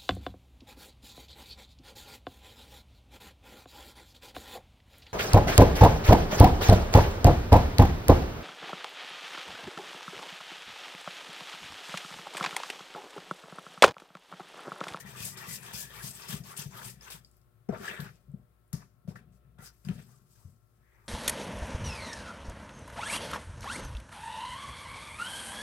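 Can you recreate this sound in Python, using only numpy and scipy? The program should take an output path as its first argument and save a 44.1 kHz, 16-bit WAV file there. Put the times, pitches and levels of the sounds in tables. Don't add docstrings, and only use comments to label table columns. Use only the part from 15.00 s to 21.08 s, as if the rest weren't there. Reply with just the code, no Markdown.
import sys
import numpy as np
from scipy import signal
from scipy.fft import rfft, irfft
from scipy.io import wavfile
from scipy.ndimage import uniform_filter1d

SR = 44100
rng = np.random.default_rng(int(sys.argv[2]) if len(sys.argv) > 2 else 0)


def ratio_of_db(decibels):
    return 10 ** (np.asarray(decibels, float) / 20)


def master(y):
    cut = np.clip(np.atleast_2d(y).T, -1, 1)
    pcm = np.round(cut * 32767)
    wavfile.write(sys.argv[1], SR, pcm.astype(np.int16))


N = 268128

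# (start [s], rise [ms], hold [ms], fall per 20 dB [ms], hiss level [dB])
SWEEPS = [
    (-0.05, 20, 33, 35, -44),
    (0.16, 67, 45, 104, -41),
    (0.462, 28.7, 66.5, 41, -41),
    (0.724, 12.3, 95.4, 47, -41),
    (1.022, 16, 77.5, 13, -44.5),
    (1.275, 15, 38.4, 82, -39),
    (1.562, 4.6, 53, 65, -45.5),
    (1.82, 30, 52, 75, -49.5),
    (2.101, 2.1, 25, 46, -45),
    (4.585, 72, 13, 37, -49.5),
]
# (start [s], rise [ms], hold [ms], fall per 20 dB [ms], hiss level [dB])
RETURNS = [
    (0.046, 20, 137, 63, -55),
    (0.371, 1.4, 6.1, 285, -48.5),
    (0.604, 28, 88, 51, -53),
    (0.85, 107, 105, 43, -51.5),
    (1.11, 28, 120, 72, -51.5),
    (1.429, 37, 23, 171, -51),
    (1.692, 77, 53, 72, -51.5),
    (2.002, 21, 122, 73, -57),
]
# (start [s], rise [ms], hold [ms], fall per 20 dB [ms], hiss level [dB])
FOLDS = [
    (2.691, 160, 30, 197, -51.5),
    (2.979, 43, 4.8, 89, -60),
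    (3.728, 0.94, 4.2, 112, -60.5),
    (4.073, 5.3, 24, 64, -64),
    (4.152, 4.8, 4.1, 49, -62),
    (4.839, 12, 160, 106, -64),
]
# (start [s], rise [ms], hold [ms], fall per 20 dB [ms], hiss level [dB])
BRUSHES = [
    (2.23, 8.5, 140, 58, -78.5),
    (3.15, 19, 28, 83, -91),
    (4.3, 34, 22, 55, -76),
    (4.72, 13, 140, 60, -75),
    (5.03, 72, 28, 149, -67.5),
    (5.2, 122, 105, 197, -68),
    (5.452, 240, 400, 107, -85.5),
    (5.9, 150, 35, 108, -82),
]
# (frequency [Hz], width [Hz], level [dB])
SPOON_MODES = [(6230, 130, 15), (8270, 390, 22), (5200, 330, 16), (10530, 580, 22.5), (12840, 430, 21.5)]
# (frequency [Hz], density [dB per Hz])
HISS_SPECTRUM = [(1290, 1), (2200, 1.5), (2490, 3.5), (3530, 2.5), (6160, 2.5), (6640, 0), (8240, 1),
                 (9800, -3.5), (12600, -2), (15100, -2), (16000, -57.5)]


def slide():
    contacts = [sum(stroke(*row) for row in rows) for rows in (SWEEPS, RETURNS, FOLDS, BRUSHES)]
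    dull_db = (-10.5, -5.5, -1, -17)
    dull_gain = sum(ratio_of_db(db) * gain for db, gain in zip(dull_db, contacts))
    slips = grains(20000.0, spread_db=1, shared=0.19)
    rings = 0
    for hz, width_hz, db in SPOON_MODES:
        rings = rings + ratio_of_db(db + 7.1 * drift(25.0)) * rms_one(resonate(slips, hz, 2.06 * width_hz))
    hiss = rms_one(colour(slips + ratio_of_db(-6.5) * rms_one(rings), HISS_SPECTRUM))
    dull = signal.sosfilt(signal.butter(2, 6800, fs=SR, output="sos"), hiss)
    bright = hiss - dull
    unsteady = ratio_of_db(1.3 * drift(36.0) - 1.5)
    return unsteady * (ratio_of_db(4.5 + 2.0 * drift(7.4)) * dull_gain * dull + sum(contacts) * bright)


# (start [s], rise [ms], hold [ms], wall level [dB], brightest pitch [Hz])
WHISK_DRAGS = [(-0.08, 164, 130, -49.5, 1490), (0.15, 16, 60, -52, 2500), (0.291, 90, 85, -44.5, 1450),
               (0.46, 59, 52, -54.5, 1980), (0.58, 66, 74, -45.5, 1670), (0.72, 11, 100, -51.5, 1980),
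               (0.85, 97, 56, -44.5, 1600), (1.01, 32, 37, -56, 1940), (1.1, 112, 57, -46.5, 1790),
               (1.259, 66, 9.6, -38, 2020), (1.43, 55, 47, -47.5, 1280), (1.55, 48, 15, -42.5, 2170),
               (1.702, 39, 78, -45.5, 1370), (1.82, 35, 31, -50, 1830), (1.984, 85, 15, -47, 1410),
               (2.079, 54, 23, -51.5, 1740)]
# (start [s], rise [ms], fall per 20 dB [ms], wall level [dB], brightest pitch [Hz])
FOLD_DRAGS = [(2.687, 2.4, 49, -45, 1080), (2.7, 47, 110, -40.5, 1270), (2.82, 90, 113, -40, 1990),
              (2.815, 29, 135, -49, 1540), (2.94, 43, 80, -45.5, 1440), (3.019, 36, 44, -51.5, 1490),
              (3.2, 160, 264, -79, 1230), (3.726, 1.9, 104, -51, 1380), (3.78, 51, 31, -56.5, 1370),
              (4.075, 7.8, 94, -56, 1180), (4.152, 4, 47, -57, 1610), (4.17, 13, 122, -64, 1910),
              (4.28, 150, 400, -78, 1780), (4.582, 3.7, 156, -57.5, 1530), (4.6, 37, 35, -64, 1600),
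              (4.84, 12, 70, -56, 1570), (4.883, 2.8, 53, -43.5, 1480), (4.93, 63, 62, -55.5, 1900),
              (5.05, 45, 212, -63.5, 1140), (5.3, 100, 159, -67.5, 1260), (5.72, 220, 396, -77, 1760),
              (5.92, 92, 301, -63.5, 1100)]
# (start [s], rise [ms], hold [ms], fall per 20 dB [ms], level [dB])
PRESSES = [
    (2.692, 2.7, 5, 36, -39),
    (2.722, 2.8, 12, 76, -52),
    (2.78, 9.7, 126, 90, -55.5),
    (2.96, 23, 15, 98, -60),
    (3.28, 49, 21, 200, -70),
    (4.075, 2.2, 12, 80, -53.5),
    (4.583, 6.9, 31, 56, -65),
    (4.87, 19, 8, 72, -80),
]


def drag_controls():
    whisk = [stroke(s, rise, hold, 62.6, db) for s, rise, hold, db, hz in WHISK_DRAGS]
    fold = [stroke(s, rise, 1.8, fall, db) for s, rise, fall, db, hz in FOLD_DRAGS]
    wall = sum(whisk) + sum(fold)
    centre_hz = sum(gain * row[-1] for gain, row in zip(whisk + fold, WHISK_DRAGS + FOLD_DRAGS)) / wall
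    focus_db = (5 * sum(whisk) + 13 * sum(fold)) / wall
    bottom = ratio_of_db(-12.5) * sum(whisk) + ratio_of_db(-10) * sum(fold)
    bottom = bottom + ratio_of_db(-32.5) * shudder(0.0074, 0.24)
    bottom = bottom + ratio_of_db(-19.5 + in_time(WEIGHT)[0])
    bottom = bottom + sum(stroke(*row) for row in PRESSES)
    return wall, centre_hz, bottom, focus_db


SHARED_DRAG = 0.37
# (frequency [Hz], width [Hz], level [dB])
WALL_MODES = [(384, 69, 6.5), (468, 95, 3.5), (593, 60, -4), (692, 53, -3.5), (744, 63, -4), (970, 207, 7),
              (1176, 56, -1), (1280, 210, 2), (1575, 95, -1), (1789, 137, -1.5), (2170, 630, -2),
              (2680, 185, 1.5), (3360, 520, 9)]


def drag():
    wall, centre_hz, bottom, focus_db = drag_controls()
    slips = grains(4000.0, spread_db=3, shared=SHARED_DRAG)
    upper, lower = 0, 0
    for k, (hz, width_hz, db) in enumerate(WALL_MODES):
        ring = rms_one(resonate(resonate(slips, hz, width_hz), hz, 2.27 * width_hz))
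        ring = (-1) ** k * ratio_of_db(db + 3.52 * drift(30.0)) * ring
        if hz > 880:
            nearness = ratio_of_db(-np.clip(focus_db, 0, 40) * np.log2(hz / centre_hz) ** 2)
            upper = upper + (nearness + 0.012) * ring
        else:
            lower = lower + 0.34 * ring + 0.5 * ring[0]
    lower = signal.sosfilt(signal.butter(6, 310, "high", fs=SR, output="sos"), lower)
    return ratio_of_db(1.05 * drift(72.0) - 6.5) * (wall * evened(upper) + bottom * evened(lower))


# (start [s], rise [ms], fall per 20 dB [ms], level [dB], centre [Hz])
BITES = [(0.068, 4.2, 60, -69, 6700), (0.19, 17, 57, -52, 5000), (0.245, 26, 63, -46, 7210),
         (0.374, 2, 30, -66, 5500), (0.52, 18, 53, -47, 7480), (0.628, 3.9, 36, -54.5, 8400),
         (0.646, 3, 38, -58, 5400), (0.775, 24, 64, -48, 7400), (0.951, 4, 56, -58, 4450),
         (1.06, 23, 62, -61, 5050), (1.214, 7.5, 54, -50.5, 5200), (1.29, 7.8, 46, -53, 7900),
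         (1.435, 2.2, 48, -57, 5770), (1.453, 2.2, 94, -71, 7930), (1.57, 4.6, 26, -41, 9200),
         (1.585, 6, 65, -42, 5960), (1.707, 2.8, 58, -58.5, 6580), (1.84, 4.2, 49, -50, 8300),
         (1.895, 7.2, 31, -60, 11300), (2.11, 14, 21, -50, 3400), (2.99, 13, 66, -55, 12800),
         (3.73, 0.89, 103, -53, 5720), (4.612, 50, 52, -60, 6000), (4.66, 20, 36, -62.5, 5030),
         (4.586, 7.1, 83, -64, 1706)]
# (start [s], rise [ms], fall per 20 dB [ms], level [dB], pitch [Hz])
FLARES = [(0.06, 9.4, 50, -56, 1805), (0.185, 24, 53, -49.5, 2533), (0.37, 20, 52, -51, 1775),
          (0.39, 66, 47, -53, 1163), (0.42, 16, 30, -53, 2400), (2.724, 8.2, 50, -45, 654),
          (0.69, 16, 26, -52, 1700), (0.735, 11, 43, -54, 2520), (0.74, 15, 54, -49, 3350),
          (2.97, 38, 60, -50, 1627), (4.157, 2.8, 25, -49.5, 1857), (1.0, 5.1, 15, -45, 1620),
          (1.2, 10, 48, -57.5, 1220), (1.47, 39, 53, -51.5, 1158), (1.76, 4.7, 44, -47, 1240),
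          (2.689, 4.5, 16, -30, 407), (2.73, 4.6, 50, -51, 1350), (2.724, 3.5, 57, -44.5, 496),
          (2.79, 20, 38, -41.5, 414), (2.842, 4, 20, -42, 1330), (2.878, 4, 5, -35, 1760),
          (2.88, 5.1, 24, -45, 2950), (2.895, 9.1, 38.5, -52, 2210), (3.061, 3.3, 8, -44, 1518),
          (4.077, 2, 18, -50, 337), (4.586, 29, 38, -55.5, 1346), (4.601, 6.7, 41, -64, 2000),
          (4.886, 1.7, 18, -53, 1430)]
# (time [s], level [dB], pitch [Hz])
GLIDES = [
    [(2.81, -56, 1415), (2.85, -48.5, 1550), (2.88, -47, 1725), (2.906, -46.5, 1785), (2.94, -50, 1700),
     (3.0, -56, 1608), (3.05, -58, 1486), (3.09, -54.5, 1620), (3.13, -81, 1700)],
    [(4.58, -72, 1376), (4.61, -69, 1420), (4.67, -61, 1490), (4.71, -74, 1514)],
    [(5.72, -101, 1476), (5.85, -78, 1750), (5.95, -73, 1960), (6.08, -84, 1800)],
]
GLIDE_WIDTHS_HZ = [340, 260, 360]


def flares():
    out = np.zeros((2, N + SR))
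    ms = np.arange(SR // 4) / SR * 1000
    for rows, relative_width in ((BITES, 0.23), (FLARES, 0.045)):
        for s, rise, fall, db, hz in rows:
            climb = np.clip(1 - ms / max(rise, 1), 0, 1)
            fade = np.clip(ms - rise, 0, None) / max(fall, 1)
            start = round(s * SR)
            out[:, start:start + len(ms)] += sing(hz, ratio_of_db(db - 20 * (climb + fade)), relative_width * hz)
    for rows, width_hz in zip(GLIDES, GLIDE_WIDTHS_HZ):
        s, db, hz = np.transpose(rows)
        i = np.arange(round(s[0] * SR), round(min(s[-1], s[0] + 0.38) * SR))
        out[:, i] += sing(np.interp(i / SR, s, hz), ratio_of_db(np.interp(i / SR, s, db)), width_hz)
    return out[:, :N]


# (time [s], level [dB], pitch [Hz])
STREAKS = [
    [(0.0, -64, 1800), (0.1, -64, 1790), (0.33, -66.5, 1850), (0.5, -56, 1950), (0.62, -67.5, 1800),
     (0.9, -57.5, 1850), (1.08, -59, 1800), (1.3, -72.5, 1800), (2.2, -72.5, 1800)],
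    [(0.0, -69, 2350), (0.2, -62, 2500), (0.33, -74, 2350), (0.58, -64, 2380), (0.7, -73, 2300),
     (0.84, -72, 2360), (1.05, -67, 2300), (1.3, -78, 2450), (2.2, -86, 2450)],
]


def streaks():
    out = 0
    r = np.exp(-2 * np.pi * 90.0 / SR)
    for rows in STREAKS:
        db, hz = in_time(rows)
        db = db - 3.0 + 5.0 * drift(14.0)
        hz = hz + 70.0 * drift(5.0)
        noise = rng.standard_normal((2, N)) + 1j * rng.standard_normal((2, N))
        slow = signal.lfilter([1], [1, -2 * r, r * r], noise + noise[0])
        ring = rms_one(np.real(slow * np.exp(2j * np.pi * np.cumsum(hz) / SR)))
        sounding = np.arange(N) < rows[-1][0] * SR
        out = out + sounding * ratio_of_db(db) * ring
    return out


# (time [s], peak level [dB], pitch [Hz], decay T60 [s])
THUMPS = [(0.043, -44, 190, 0.069), (0.07, -60, 196, 0.083), (0.204, -35.5, 133, 0.015),
          (0.235, -40.5, 183, 0.048), (0.48, -36, 140, 0.031), (0.741, -35, 144, 0.03),
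          (1.036, -35, 140, 0.047), (1.29, -38.5, 166, 0.045), (1.325, -35, 182, 0.028),
          (1.339, -28, 166, 0.024), (1.357, -49.5, 140, 0.034), (1.399, -33, 145, 0.037),
          (1.588, -38, 156, 0.034), (1.657, -31.5, 140, 0.04), (1.735, -47.5, 112, 0.068),
          (1.852, -40.5, 119, 0.058), (2.139, -47, 161, 0.051), (2.689, -21.5, 205, 0.033),
          (2.704, -41, 177, 0.04), (2.751, -44.5, 220, 0.07), (2.794, -39.5, 197, 0.033),
          (2.899, -45, 198, 0.062), (2.993, -31, 155, 0.035), (3.015, -38, 167, 0.046),
          (3.27, -41.5, 140, 0.11), (3.337, -33.5, 176, 0.036), (3.735, -23.5, 153, 0.03),
          (4.046, -48.5, 163, 0.046), (4.081, -28, 164.5, 0.031), (4.156, -47.5, 170, 0.025),
          (4.591, -39, 137, 0.015), (4.846, -40.5, 153, 0.057), (4.868, -30, 167, 0.027),
          (4.888, -24.5, 169.4, 0.047), (4.902, -32.5, 209, 0.027), (4.92, -53, 180, 0.024),
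          (4.977, -39.5, 134, 0.05), (5.44, -40.5, 91, 0.077), (5.472, -56, 89, 0.086),
          (5.768, -60, 91.5, 0.042)]


def shudder(rise_s, t60_s):
    out, t = np.zeros(N), np.arange(SR // 2) / SR
    for s, peak_db, hz, t60 in THUMPS:
        add(out, s, (1 - np.exp(-t / rise_s)) * ratio_of_db(-60 * t / t60_s), 0.79 * peak_db - 8.5)
    return out


# (time [s], rumble level [dB])
WEIGHT = [(0.0, -46.5), (1.1, -48.5), (1.2, -53), (1.35, -58), (1.55, -53.5), (1.9, -51), (2.05, -57.5),
          (2.55, -74), (2.8, -59), (3.1, -53.5), (3.55, -77), (4.0, -64), (4.25, -53.5), (4.65, -56),
          (4.8, -66), (5.15, -56), (5.6, -72), (6.08, -78)]
# (frequency [Hz], width [Hz], level [dB])
COUNTER_MODES = [(124.6, 20, 7.5), (140, 41, 10), (180, 22, 6), (223.3, 9.8, 4)]


def rock():
    slips = grains(600.0, spread_db=2, shared=1)[0]
    body = 0
    for hz, width_hz, db in COUNTER_MODES:
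        body = body + ratio_of_db(db) * resonate(resonate(slips, hz, width_hz), hz, 2 * width_hz)
    thumps, t = np.zeros(N), np.arange(SR // 4) / SR
    for s, peak_db, hz, t60 in THUMPS:
        swell = t ** 2.75 * ratio_of_db(-100 * t / np.clip(t60, 0.02, 0.3))
        phase = 2 * np.pi * hz * t
        partials = np.sin(phase) + 0.14 * np.sin(0.758 * phase) + 0.042 * np.sin(1.51 * phase)
        add(thumps, s - 0.004, swell * partials, peak_db - 1.5)
    rumble = ratio_of_db(in_time(WEIGHT)[0] - 10.0) + ratio_of_db(-17.0) * shudder(0.0053, 0.32)
    low = thumps + rumble * rms_one(body)
    low = signal.sosfilt(signal.butter(2, 55, "high", fs=SR, output="sos"), low)
    return signal.sosfilt(signal.butter(5, 285, fs=SR, output="sos"), low)


# (time [s], peak level [dB], pitch [Hz])
KNOCKS = [(1.54, -33, 1150), (1.815, -31.5, 1320), (2.69, -28, 667), (2.724, -25, 500), (2.735, -37, 644),
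          (2.731, -32, 970), (2.901, -28, 1740), (3.728, -40.5, 1499), (3.82, -47, 1790), (4.076, -33, 420),
          (4.157, -33, 1500), (4.586, -50, 1300), (4.849, -52, 1370), (4.886, -38, 417), (4.978, -47, 600)]


def knocks():
    out, t = np.zeros(N), np.arange(SR // 10) / SR
    for s, peak_db, centre_hz in KNOCKS:
        contact = rng.standard_normal(len(t)) * ratio_of_db(-60 * t / 0.011)
        ring = 0
        for hz, width_hz, db in WALL_MODES:
            gain = ratio_of_db(db - 83.0 * np.log2(hz / centre_hz) ** 2) + 0.0068
            ring = ring + gain * resonate(resonate(contact, hz, 0.89 * width_hz), hz, 2.0 * width_hz)
        add(out, s, ring, peak_db - 10.0)
    return out


# (time [s], peak level [dB], pitch [Hz], spread [octaves])
TICKS = [(0.374, -40.5, 7000, 2.2), (2.0096, -45, 5170, 0.25), (2.1027, -38, 5100, 1.3),
         (2.2473, -47.5, 4850, 0.42), (2.313, -58, 8100, 0.65), (2.368, -58, 13000, 1.2),
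         (2.415, -64, 5700, 0.92), (2.689, -51, 5840, 0.16), (3.003, -35, 3500, 1.3),
         (3.1555, -60.5, 5470, 2), (3.316, -66, 8100, 0.42), (3.6785, -65.5, 9400, 0.47),
         (3.7301, -30, 9400, 3.4), (4.077, -62, 1500, 2.0), (4.099, -54.5, 6040, 1.7),
         (4.584, -70, 1800, 1.4), (4.8496, -45, 5100, 0.87), (4.887, -34.5, 2780, 1),
         (4.9804, -51, 3660, 2)]


def ticks():
    out, t = np.zeros(N), np.arange(SR // 6) / SR
    for s, peak_db, hz, octaves in TICKS:
        decay = ratio_of_db(-60 * t / 0.0085) + 0.24 * ratio_of_db(-60 * t / 0.011) + 0.082 * ratio_of_db(-60 * t / 0.31)
        crack = rng.standard_normal(len(t)) * decay
        add(out, s, resonate(crack, hz, np.clip(octaves, 0.05, 3) * 0.29 * hz), peak_db + 0.5)
    return out


def kitchen_tails():
    t = np.arange(SR // 2) / SR
    decay = ratio_of_db(-60 * t / 0.087) * (t > 0.006)
    tails = rfft(rng.standard_normal((2, len(t))) * decay, N)
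    return ratio_of_db(-9) * tails / np.sqrt(np.mean(np.abs(tails) ** 2))


# (delay [ms], level [dB])
ECHO_LEFT = [(0.42, -14.5), (1.298, -20), (2.9, -22)]
# (delay [ms], level [dB])
ECHO_RIGHT = [(.63, -15.5), (1.698, -3.5), (3.598, -1)]
# (frequency [Hz], left minus right [dB])
LEAN = [(60, 5.5), (180, 9), (290, 3), (420, 3.5), (600, 10), (1000, 7.5), (2000, 9), (5000, 7),
        (9000, 11.5)]


def ports(x, tails):
    f = np.fft.rfftfreq(N, 1 / SR) + 1
    rise = 1j * f / 390
    reach = rise ** 2 / (1 + np.sqrt(2) * rise + rise ** 2)
    left_lag_ms = 0.091 - 0.1 * (1 - np.abs(reach) ** 2)
    sides = ((ECHO_LEFT, left_lag_ms, 0.5), (ECHO_RIGHT, 0, -0.5))
    out = []
    for port, tail, (echoes, lag_ms, side) in zip(x, tails, sides):
        near = sum(ratio_of_db(db) * np.exp(-2j * np.pi * f * ms / 1000) for ms, db in echoes)
        path = (1 + reach * (near + tail)) * np.exp(-2j * np.pi * f * lag_ms / 1000)
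        out.append(irfft(rfft(port) * path * ratio_of_db(side * at_hz(LEAN, f)), N))
    return np.array(out)


# (time [s], level [dB])
MOTOR = [(0.0, -66), (0.34, -79), (0.96, -61), (1.54, -80), (2.01, -62), (2.59, -77), (3.28, -66.5),
         (4.05, -78), (4.3, -64.5), (4.93, -69), (5.11, -77), (6.08, -67.5)]


def motor():
    throb = resonate(resonate(rng.standard_normal(N), 60.0, 4.7), 55.1, 8.9)
    load = ratio_of_db(in_time(MOTOR)[0] + 4.5 + 1.5 * drift(4.8))
    pushed = ratio_of_db(-26) * shudder(0.01, 0.2)
    return (load + pushed) * ratio_of_db(-3.0) * evened(throb)


# (frequency [Hz], density [dB per Hz])
ROOM = [(25, -37), (48, -5.5), (80, -27), (112, 6.5), (150, -12), (270, -20), (400, -21), (950, -27.5),
        (1320, -25), (1700, -29), (2600, -35.5), (3600, -37), (6500, -42.5), (9500, -36.5), (12000, -36.5),
        (16000, -34)]
# (frequency [Hz], left-right correlation [-1 to 1])
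LIKENESS = [(60, 1), (130, 0.43), (290, 0.47), (640, 0), (1400, .0)]
# (frequency [Hz], rms level [dB])
HUM = [(359.8, -85), (479.6, -94.5), (599.6, -85.5), (719.4, -91), (1079.5, -89), (1199, -92), (1305, -89),
       (1363.5, -88)]


def room():
    f, t = np.fft.rfftfreq(N, 1 / SR) + 1, np.arange(N) / SR
    mid, side = rfft(rng.standard_normal((2, N))) * ratio_of_db(at_hz(ROOM, f))
    alike = np.clip(at_hz(LIKENESS, f), -1, 1)
    opposite = np.array([[1], [-1]])
    air = irfft(np.sqrt(1 + alike) * mid + np.sqrt(1 - alike) * side * opposite, N)
    hum = 0
    for hz, db in HUM:
        cycles = hz * t + rng.random((2, 1)) * 0.59
        hum = hum + ratio_of_db(db + 2.5 + 1.5 * drift(5.0)) * np.sin(2 * np.pi * cycles)
    port_gains = ratio_of_db(np.array([[3.0], [-3.5]]))
    return (ratio_of_db(-68 + drift(0.28)) * rms_one(air) + hum) * port_gains


def stroke(start_s, rise_ms, hold_ms, fall_ms, db):
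    ms = 1000 * (np.arange(N) / SR - start_s)
    climb = np.clip(1 - ms / max(rise_ms, 1), 0, 1)
    fade = np.clip(ms - rise_ms - hold_ms, 0, None) / max(fall_ms, 1)
    return (ms > 0) * ratio_of_db(db - 20 * np.minimum(climb + fade, 10))


def grains(per_s, spread_db, shared):
    sizes = ratio_of_db(spread_db * np.minimum(rng.exponential(1, (3, N)), 4)) * rng.choice([-1, 1], (3, N))
    slips = sizes * (rng.random((3, N)) < per_s / SR)
    return rms_one(np.sqrt(shared) * slips[0] + np.sqrt(1 - shared) * slips[1:])


def sing(hz, gain, width_hz):
    shape = (3, len(gain) + 500)
    noise = rng.standard_normal(shape) + 1j * rng.standard_normal(shape)
    mixed = np.sqrt(SHARED_DRAG) * noise[0] + np.sqrt(1 - SHARED_DRAG) * noise[1:]
    r = np.exp(-2 * np.pi * width_hz / SR)
    slow = signal.lfilter([1], [1, -2 * r, r * r], mixed)[:, 500:]
    return gain * rms_one(np.real(slow * np.exp(2j * np.pi * np.cumsum(hz + 0 * gain) / SR)))


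def resonate(x, hz, width_hz):
    r = np.exp(-np.pi * width_hz / SR)
    zeros = np.array([1, 0, -1]) * (1 - r * r) / 2
    return signal.lfilter(zeros, [1, -2 * r * np.cos(2 * np.pi * hz / SR), r * r], x)


def drift(rate):
    r = np.exp(-80 * np.pi * rate / SR)
    slow = signal.lfilter([1], [1, -2 * r, r * r], rng.standard_normal(N // 40 + 2002))[2000:]
    return np.interp(np.arange(N) / 40, np.arange(len(slow)), rms_one(slow))


def evened(x):
    power = np.mean(np.atleast_2d(x) ** 2, axis=0)
    return x / np.sqrt(uniform_filter1d(power, size=3000) + 1e-20)


def rms_one(x):
    return x / np.sqrt(np.mean(x ** 2) + 1e-20)


def in_time(rows):
    s, *columns = np.transpose(rows)
    return [np.interp(np.arange(N) / SR, s, column) for column in columns]


def at_hz(points, hz):
    table_hz, db = np.transpose(points)
    return np.interp(np.log(hz), np.log(table_hz), db)


def colour(x, points):
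    f = np.clip(np.fft.rfftfreq(N, 1 / SR), 1, 15000)
    return irfft(rfft(x) * ratio_of_db(at_hz(points, f)), N)


def add(out, s, burst, peak_db):
    i = round(s * SR)
    out[i:i + len(burst)] += (ratio_of_db(peak_db) * burst / np.abs(burst).max())[:N - i]


def scene():
    scrape = slide() + drag() + flares() + streaks()
    blows = rock() + knocks() + ticks() + motor()
    clumps = ratio_of_db(drift(210) - 0.31)
    return ports(clumps * scrape + blows, kitchen_tails()) + room()


def top_cut(x):
    return signal.sosfilt(signal.butter(12, 15850, fs=SR, output="sos"), x)


def record(dry):
    cut = signal.sosfilt(signal.cheby2(12, 60, 17100, fs=SR, output="sos"), dry)
    cut = signal.sosfilt(signal.butter(2, 42, "high", fs=SR, output="sos"), cut)
    return top_cut(cut)


dry = scene()
out = record(dry)
master(out)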